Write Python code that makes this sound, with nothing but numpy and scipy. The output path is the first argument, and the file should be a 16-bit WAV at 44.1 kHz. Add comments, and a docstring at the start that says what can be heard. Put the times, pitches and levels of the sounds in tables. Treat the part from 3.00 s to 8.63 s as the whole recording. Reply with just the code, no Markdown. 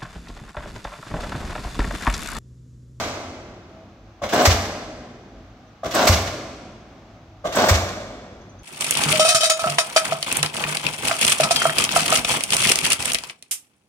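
"""Pile driving on an open site

A hydraulic hammer drives a concrete pile, one blow every 1.6 s. Each stroke is a valve clank, a spurt
of hiss, the rattling fall of the ram, the crack of the blow and a thump of the ground. Standing piles
nearby and a far tree line scatter the sound; behind it a diesel engine drones and a bird peeps.
Heard on a closely spaced pair of microphones that turns slowly to the right."""
import sys
import numpy as np
from scipy import signal
from scipy.fft import rfft, irfft
from scipy.io import wavfile
from scipy.ndimage import uniform_filter1d

SR = 44100
rng = np.random.default_rng(int(sys.argv[2]) if len(sys.argv) > 2 else 0)


def dump_mix(stems):
    """Bounce the given channels to the path in sys.argv[1] as a 16-bit WAV at rate SR."""
    frames = np.atleast_2d(stems).T  # one column per channel
    limited = np.clip(frames, -1, 1)  # hard clip at full scale
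    pcm = np.round(limited * 32767).astype(np.int16)
    wavfile.write(sys.argv[1], SR, pcm)


N = 248283
LEAD_IN = SR // 2  # the stroke before the start still rings
LENGTH = N + LEAD_IN
TIME = (np.arange(LENGTH) - LEAD_IN) / SR
STROKE_SAMPLES = 2 ** 17
STROKE_HZ = np.fft.rfftfreq(STROKE_SAMPLES, 1 / SR)

# Wash of distant plant. Each row: frequency in Hz, relative level in dB.
SITE_COLOUR = [(15, -40), (25, -15.5), (110, 2.5), (144, -16), (216, -10), (342, -28.5), (437, -18),
               (749, -8.5), (905, -17.5), (1220, -14.5), (1930, -22.5), (2090, -21.5), (6310, -31.5),
               (9460, -53), (15800, -49)]
# Tones of the diesel. Each row: frequency in Hz, level in dB.
ENGINE_TONES = [(49.5, -58), (102.3, -58), (339, -64), (651, -62)]
# The bird. Each row: start in seconds, pitch in Hz, level in dB.
BIRD_PEEPS = [(2.675, 6100, -63), (2.72, 5780, -76), (5.412, 6170, -53), (5.493, 6150, -49),
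              (5.588, 6200, -47.5)]
# Scatter off the near piles and the far trees. Each row: frequency in Hz, time to fall 60 dB in seconds.
PILES_DECAY = [(100, 1), (600, 0.72), (2000, 0.65), (6000, 0.55), (10000, 0.5), (15500, 0.45)]
TREES_DECAY = [(100, 5.55), (600, 1.86), (2000, 1.584), (6000, 1.284), (10000, 0.99), (15500, 0.6)]
# Likeness of the two microphones. Each row: frequency in Hz, unshared against shared sound in dB.
MIC_UNSHARED = [(60, -22.5), (300, -19.5), (650, -16), (1000, -7), (1500, -3.5), (2300, -2.5), (4000, -2),
                (15000, -1)]
# Shading of the pair. Each row: frequency in Hz, left minus right in dB.
MIC_BALANCE = [(700, 0), (1900, 2.5), (3600, -3.5), (5000, 0), (5900, -6), (7300, -3), (8600, -4.5),
               (9900, 6), (11000, 4), (13500, 8), (16000, 2.5)]
# The pair turns right. Each row: time in seconds, lead of the left microphone in ms.
MIC_TURN = [(0, -.075), (3, -0.021), (4.7, .12)]
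# Resonances of the hammer's steel casing. Each row: frequency in Hz, width in Hz, lift in dB.
CASING_RESONANCES = [(473, 23, -4.5), (613, 60, -1.5), (716, 53, 4), (806, 34, 3.5), (950, 110, -0.5),
                     (1038, 100, 2), (1570, 79, 2.5), (2230, 100, 3.5), (2320, 170, -4), (3450, 38.7, 2.5),
                     (5360, 43, -1.5), (5880, 130, 2)]
# Modes of the hammer's housing and of the pile in the ground.
# Each row: frequency in Hz, relative level in dB, time to fall 60 dB in seconds.
HOUSING_MODES = [(560.7, -6, 0.079), (619.7, -7, 0.15), (675.3, -4.5, 0.079), (772, -14.5, 0.065),
                 (1116, -10.5, 0.07), (1222, -13.5, 0.062), (1567, -12.5, 0.027), (710.3, -37.5, 2.4),
                 (1210, -45, 2), (2110, -53, 2.2), (2492, -44, 1.9), (3430, -43, 2.2)]
GROUND_MODES = [(68.5, -5, 0.36), (85, 4, 0.23), (92.8, -10, 0.69), (115, -25.5, 1)]
# Notes of a loose shackle. 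Each row: frequency in Hz, relative level in dB.
SHACKLE_MODES = [(3430, 2.5), (5620, 2.5)]
# Its chinks. Each row: start in seconds, level in dB.
SHACKLE_CHINKS = [(2.853, -44), (2.91, -35)]
# Colour of each part of the stroke. Each row: frequency in Hz, relative level in dB.
CLANK_COLOUR = [(35, -20), (60, -9.5), (103, -12.5), (337, -8.5), (632, -9.5), (877, -17.5), (1240, -14.5),
                (1890, -22.5), (2030, -17.5), (2500, -26.5), (3470, -22), (4590, -29), (6510, -27),
                (9460, -43.5), (15800, -44.5)]
HISS_COLOUR = [(300, -21.5), (1200, 4.5), (3000, 4), (7000, -2), (9500, -17), (12000, -12.5),
               (16000, -19.5)]
FALL_COLOUR = [(35, -56), (60, -14.5), (146, -12.5), (267, -2.5), (501, -4), (618, -0.5), (877, -9),
               (1130, -7.5), (1270, -12), (1530, -8), (1810, -15), (5930, -20.5), (8030, -29),
               (9460, -41.5), (15800, -35.5)]
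SCRAPE_COLOUR = [(1000, -30.5), (3000, -21.5), (6000, -5), (8000, 6.5), (9600, -16.5), (12000, -1),
                 (16000, -12)]
CRACK_COLOUR = [(150, -31), (400, -14.5), (650, -1.5), (1150, 3.5), (1700, -0.5), (2300, 2), (2900, -4.5),
                (5700, -1.5), (8200, -7.5), (9700, -23), (12000, -12.5), (15800, -18)]
REBOUND_COLOUR = [(150, 0.5), (700, -10.5), (2000, -3), (6500, -5), (8200, -18), (9600, -22.5),
                  (12000, -22), (16000, -29.5)]
# The valve opens, then seats. Each row: start in seconds, opening knock in dB,
# time to seat in seconds, seating knock in dB, pitch ratio.
VALVE_OPENINGS = [(-.402, -11, .02, -3, 1.34), (1.216, -19, 0.016, -17, 0.98),
                  (2.832, -17.5, 0.022, -23, 1.02), (4.441, -18, 0.011, -12, 1.013)]
# The ram lands. Each row: time in seconds, force in dB, late clack in dB, boom in dB, brightness in dB.
RAM_BLOWS = [(-.166, -8.5, -32, -2, -0.5), (1.449, -10.5, -31, -3, -0.5), (3.068, -11, -28, -1.5, 0.9),
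             (4.683, -13, -32.5, -3, 0.5)]


def gain_of(db):
    """Decibels as an amplitude factor."""
    return 10 ** (np.asarray(db) / 20)


def unit_rms(x):
    """Scales to rms 1."""
    return x / np.sqrt(np.mean(x ** 2) + 1e-20)


def curve_at(points, hz):
    """Joins points by straight lines on a log-frequency axis."""
    f, value = np.transpose(points)
    return np.interp(np.log(hz + 1), np.log(f + 1), value)


def add(mix, start_s, sound):
    """Mixes a sound into both channels from start_s on."""
    part = mix[:, max(round(start_s * SR), 0):][:, :sound.shape[-1]]
    part += sound[..., :part.shape[1]]


def waver(top_hz):
    """Slow random wander of rms 1, up to the given rate."""
    rates = np.geomspace(top_hz / 10, top_hz, 10)
    return unit_rms(sum(np.sin(2 * np.pi * (hz * TIME + rng.random())) for hz in rates))


def microphone_pair(spectra, hz, lead_ms=0):
    """Two microphones side by side: alike in the bass, unrelated and differently shaded in the treble."""
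    angle = np.arctan(gain_of(curve_at(MIC_UNSHARED, hz)))
    shared, unshared = np.cos(angle) * spectra[0], np.sin(angle) * spectra[1]
    tilt = gain_of(curve_at(MIC_BALANCE, hz) / 2) * np.exp(1j * np.pi * hz * lead_ms / 1000)
    return np.array([(shared + unshared) * tilt, (shared - unshared) / tilt])


def distant_plant(db=-50, swell_db=0.7):
    """Machines far across the site blur into a low, gently swelling wash."""
    hz = np.fft.rfftfreq(LENGTH, 1 / SR)
    spectra = rfft(rng.standard_normal((2, LENGTH))) * gain_of(curve_at(SITE_COLOUR, hz))
    wash = irfft(microphone_pair(spectra, hz), LENGTH)
    return gain_of(db + swell_db * waver(5.3)) * unit_rms(wash)


def diesel(drift=0.011, throb_db=6.0):
    """An engine drones in the centre, each tone wavering in level and pitch."""
    drone = np.zeros(LENGTH)
    for hz, db in ENGINE_TONES:
        throb = gain_of(db + throb_db * waver(5.4))
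        pitch = hz * (1 + drift * waver(11))
        drone += throb * np.sin(2 * np.pi * np.cumsum(pitch) / SR)
    return drone


def bird(rise=.004, t60=0.14, sag_hz=120, blur_hz=35):
    """Short thin peeps that sag slightly in pitch and fade among the trees."""
    out, t = np.zeros((2, LENGTH)), np.arange(SR // 6) / SR
    for start, hz, db in BIRD_PEEPS:
        blur = unit_rms(uniform_filter1d(rng.standard_normal((2, len(t))), size=100))
        pitch = hz + sag_hz * np.exp(-t / .006) + blur_hz * blur
        envelope = np.minimum(t / rise, 1) * gain_of(db - 60 * t / t60)
        add(out, start + LEAD_IN / SR, envelope * np.sin(2 * np.pi * np.cumsum(pitch, axis=1) / SR))
    return out


def scatter(decay, onset_s):
    """Spectrum of a tail of many reflections that builds up, each band dying at its own speed."""
    hz, t, bands = signal.stft(rng.standard_normal((2, 2 * SR)), SR, nperseg=256)
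    bands = bands * gain_of(-60 * t / curve_at(decay, hz)[:, None]) * (1 - np.exp(-t / onset_s))
    tail = signal.istft(bands, SR, nperseg=256)[1]
    return rfft(tail / np.linalg.norm(tail[0]), STROKE_SAMPLES)


def across_site(direct, tails, cycle_s=.017):
    """Spectrum with the site's reflections; tails take turns so the echo fades smoothly, not ringing."""
    angle = np.pi * np.arange(STROKE_SAMPLES) / SR / cycle_s
    count = len(tails)
    shares = (np.sqrt(2 / count) * np.cos(angle + np.pi * k / count) for k in range(count))
    return rfft(direct) + sum(rfft(direct * abs(share)) * tail for share, tail in zip(shares, tails))


def ground_thump(db=-8, rise=0.0093, side_db=-25):
    """The pile shoves the soil, which swings a few times; the two microphones differ slightly."""
    t = np.arange(SR) / SR
    modes = sum(gain_of(level - 60 * t / t60) * np.exp(2j * np.pi * hz * t)
                for hz, level, t60 in GROUND_MODES)
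    swings = modes * (1 - np.exp(-t / rise))
    side = gain_of(side_db) * np.array([swings.real, -swings.real])
    return gain_of(db) * (side - swings.imag)


def shackle(db, rise=.002, t60=0.09):
    """A small loose piece of steel rings on two high notes."""
    t = np.arange(SR // 4) / SR
    notes = sum(gain_of(level) * np.sin(2 * np.pi * (hz * t + rng.random((2, 1))))
                for hz, level in SHACKLE_MODES)
    return np.minimum(t / rise, 1) * gain_of(db - 60 * t / t60) * notes


def casing(colour, ring):
    """Impulse response of energy 1: a broad colour plus the steel casing's resonances, scaled by ring."""
    hz = np.fft.rfftfreq(4096, 1 / SR)
    lift_db = sum(lift / (1 + (2 * (hz - f) / width) ** 2) for f, width, lift in CASING_RESONANCES)
    log_gain = np.log(gain_of(np.maximum(curve_at(colour, hz) + ring * lift_db, -100)))
    mirrored = np.r_[log_gain, log_gain[-2:0:-1]]
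    minimum_phase = np.exp(np.conj(signal.hilbert(mirrored)))
    response = np.fft.ifft(minimum_phase).real
    return response / np.linalg.norm(response)


def burst(colour, db, rise, until, t60, ring=1, rattle_db=0):
    """Dense small contacts swell, hold and die away, exciting the casing; times are in seconds."""
    t = np.arange(SR // 2) / SR
    envelope = np.minimum(t / rise, 1) * gain_of(db - 60 * np.maximum(t - until, 0) / t60)
    rattle = unit_rms(uniform_filter1d(rng.standard_normal(len(t)), size=300))
    force = envelope * gain_of(rattle_db * rattle) * rng.standard_normal((2, len(t)))
    return signal.fftconvolve(force, casing(colour, ring)[None], axes=1)


def housing_knock(db, pitch=1, rise=0.0046, detune=.03):
    """The housing rings hollow, a little differently for each point of contact."""
    t = np.arange(3 * SR // 2) / SR
    out = np.zeros((2, len(t)))
    for hz, level, t60 in HOUSING_MODES:
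        phases, shift = rng.random((2, 1)), rng.random() - .5
        age = t[:int(t60 * SR)]
        ratio = pitch + detune * shift if t60 < 1 else 1  # the thin long modes keep their pitch
        add(out, 0, gain_of(level - 60 * age / t60) * np.sin(2 * np.pi * (hz * ratio * age + phases)))
    return gain_of(db) * np.minimum(t / rise, 1) * out


def valve(open_db, seat_s, seat_db, pitch):
    """The valve lets go with a clank, knocking as it opens and again as it seats."""
    out = np.zeros((2, STROKE_SAMPLES))
    add(out, 0, burst(CLANK_COLOUR, -28.5, rise=.016, until=.035, t60=.26, ring=1.3, rattle_db=-2.5))
    add(out, 0, housing_knock(open_db, pitch))
    add(out, seat_s, housing_knock(seat_db, pitch))
    return out


def ram_fall(hit_s, release_s=.102, sway_s=.039, jitter_s=.008):
    """A spurt of hiss; the ram rattles down, scraping as it sets off and just before it lands."""
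    out = np.zeros((2, STROKE_SAMPLES))
    add(out, hit_s - .162, burst(HISS_COLOUR, -30.5, rise=.006, until=.012, t60=.3, ring=.8))
    add(out, release_s, burst(FALL_COLOUR, -17.5, rise=.019, until=.092, t60=.49, ring=.99, rattle_db=2))
    add(out, release_s + .008, burst(SCRAPE_COLOUR, -31.5, rise=.0087, until=.01, t60=.13, rattle_db=3))
    add(out, hit_s - .044, burst(SCRAPE_COLOUR, -36, rise=.022, until=.037, t60=.09, rattle_db=-5))
    # the ram sways from side to side and knocks three times against its housing
    for k, (late, hard) in enumerate(rng.uniform(-1, 1, (3, 2))):
        add(out, release_s + .022 + k * sway_s + late * jitter_s, housing_knock(db=-12 + 2 * hard))
    return out


def ram_blow(hit_s, force_db, clack_db):
    """The steel cap cracks on the concrete, jolts the housing and rebounds; a lighter clack follows."""
    out = np.zeros((2, STROKE_SAMPLES))
    crack = burst(CRACK_COLOUR, force_db, rise=.008, until=.011, t60=.11, ring=.78, rattle_db=1.5)
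    jolt = housing_knock(force_db + 1)
    rebound = burst(REBOUND_COLOUR, force_db - 8, rise=.016, until=.025, t60=.1, ring=.34, rattle_db=1.5)
    clack = burst(REBOUND_COLOUR, clack_db, rise=.009, until=.0096, t60=.063, ring=.64)
    for delay_s, sound in (0, crack), (0, jolt), (.046, rebound), (.2, clack):
        add(out, hit_s + delay_s, sound)
    return out


def voicing(boom_db, bright_db, boom_hz=260, bright_hz=4500):
    """Each stroke arrives a little differently: a bell of low boom, and a shelf of treble that shifts as the
    pair turns."""
    boom = np.exp(-2 * np.log2((STROKE_HZ + 1) / boom_hz) ** 2)
    treble = STROKE_HZ ** 4 / (STROKE_HZ ** 4 + bright_hz ** 4)
    return gain_of(boom_db * boom + bright_db * treble)


def hammer_stroke(opening, blow, tails, thump_delay_s=.0232):
    """One cycle of the hammer as it reaches the microphones; returns its start in the mix and sound."""
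    opens_s, *clank = opening
    lands_s, force_db, clack_db, boom_db, bright_db = blow
    hit_s = lands_s - opens_s
    direct = valve(*clank) + ram_fall(hit_s) + ram_blow(hit_s, force_db, clack_db)
    for chink_s, db in SHACKLE_CHINKS:
        if opens_s < chink_s < lands_s:
            add(direct, chink_s - opens_s, shackle(db))
    spectra = across_site(direct, tails) * voicing(boom_db, bright_db)
    lead_ms = np.interp(lands_s, *np.transpose(MIC_TURN))
    sound = irfft(microphone_pair(spectra, STROKE_HZ, lead_ms))
    add(sound, hit_s + thump_delay_s, ground_thump())
    return opens_s + LEAD_IN / SR, sound


def scene(low_cut_hz=36):
    """Hammer strokes over the steady site, heard by microphones that lose the deepest bass."""
    tails = [gain_of(-5.5) * scatter(PILES_DECAY, onset_s=.0071)
             + gain_of(-13.5) * scatter(TREES_DECAY, onset_s=.067) for _ in range(3)]
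    mix = distant_plant() + diesel() + bird()
    for opening, blow in zip(VALVE_OPENINGS, RAM_BLOWS):
        add(mix, *hammer_stroke(opening, blow, tails))
    low_cut = signal.butter(N=4, Wn=low_cut_hz, btype="high", fs=SR, output="sos")
    return signal.sosfilt(low_cut, mix)[:, LEAD_IN:]


def record(dry):
    """The recorder clips the loudest peaks, then cuts the treble above 15.9 kHz."""
    high_cut = signal.firwin(511, 15900, window=("kaiser", 9), fs=SR)
    return signal.oaconvolve(np.clip(dry, -.92, .92), high_cut[None], "same", axes=1)


dry = scene()
out = record(dry)
dump_mix(out)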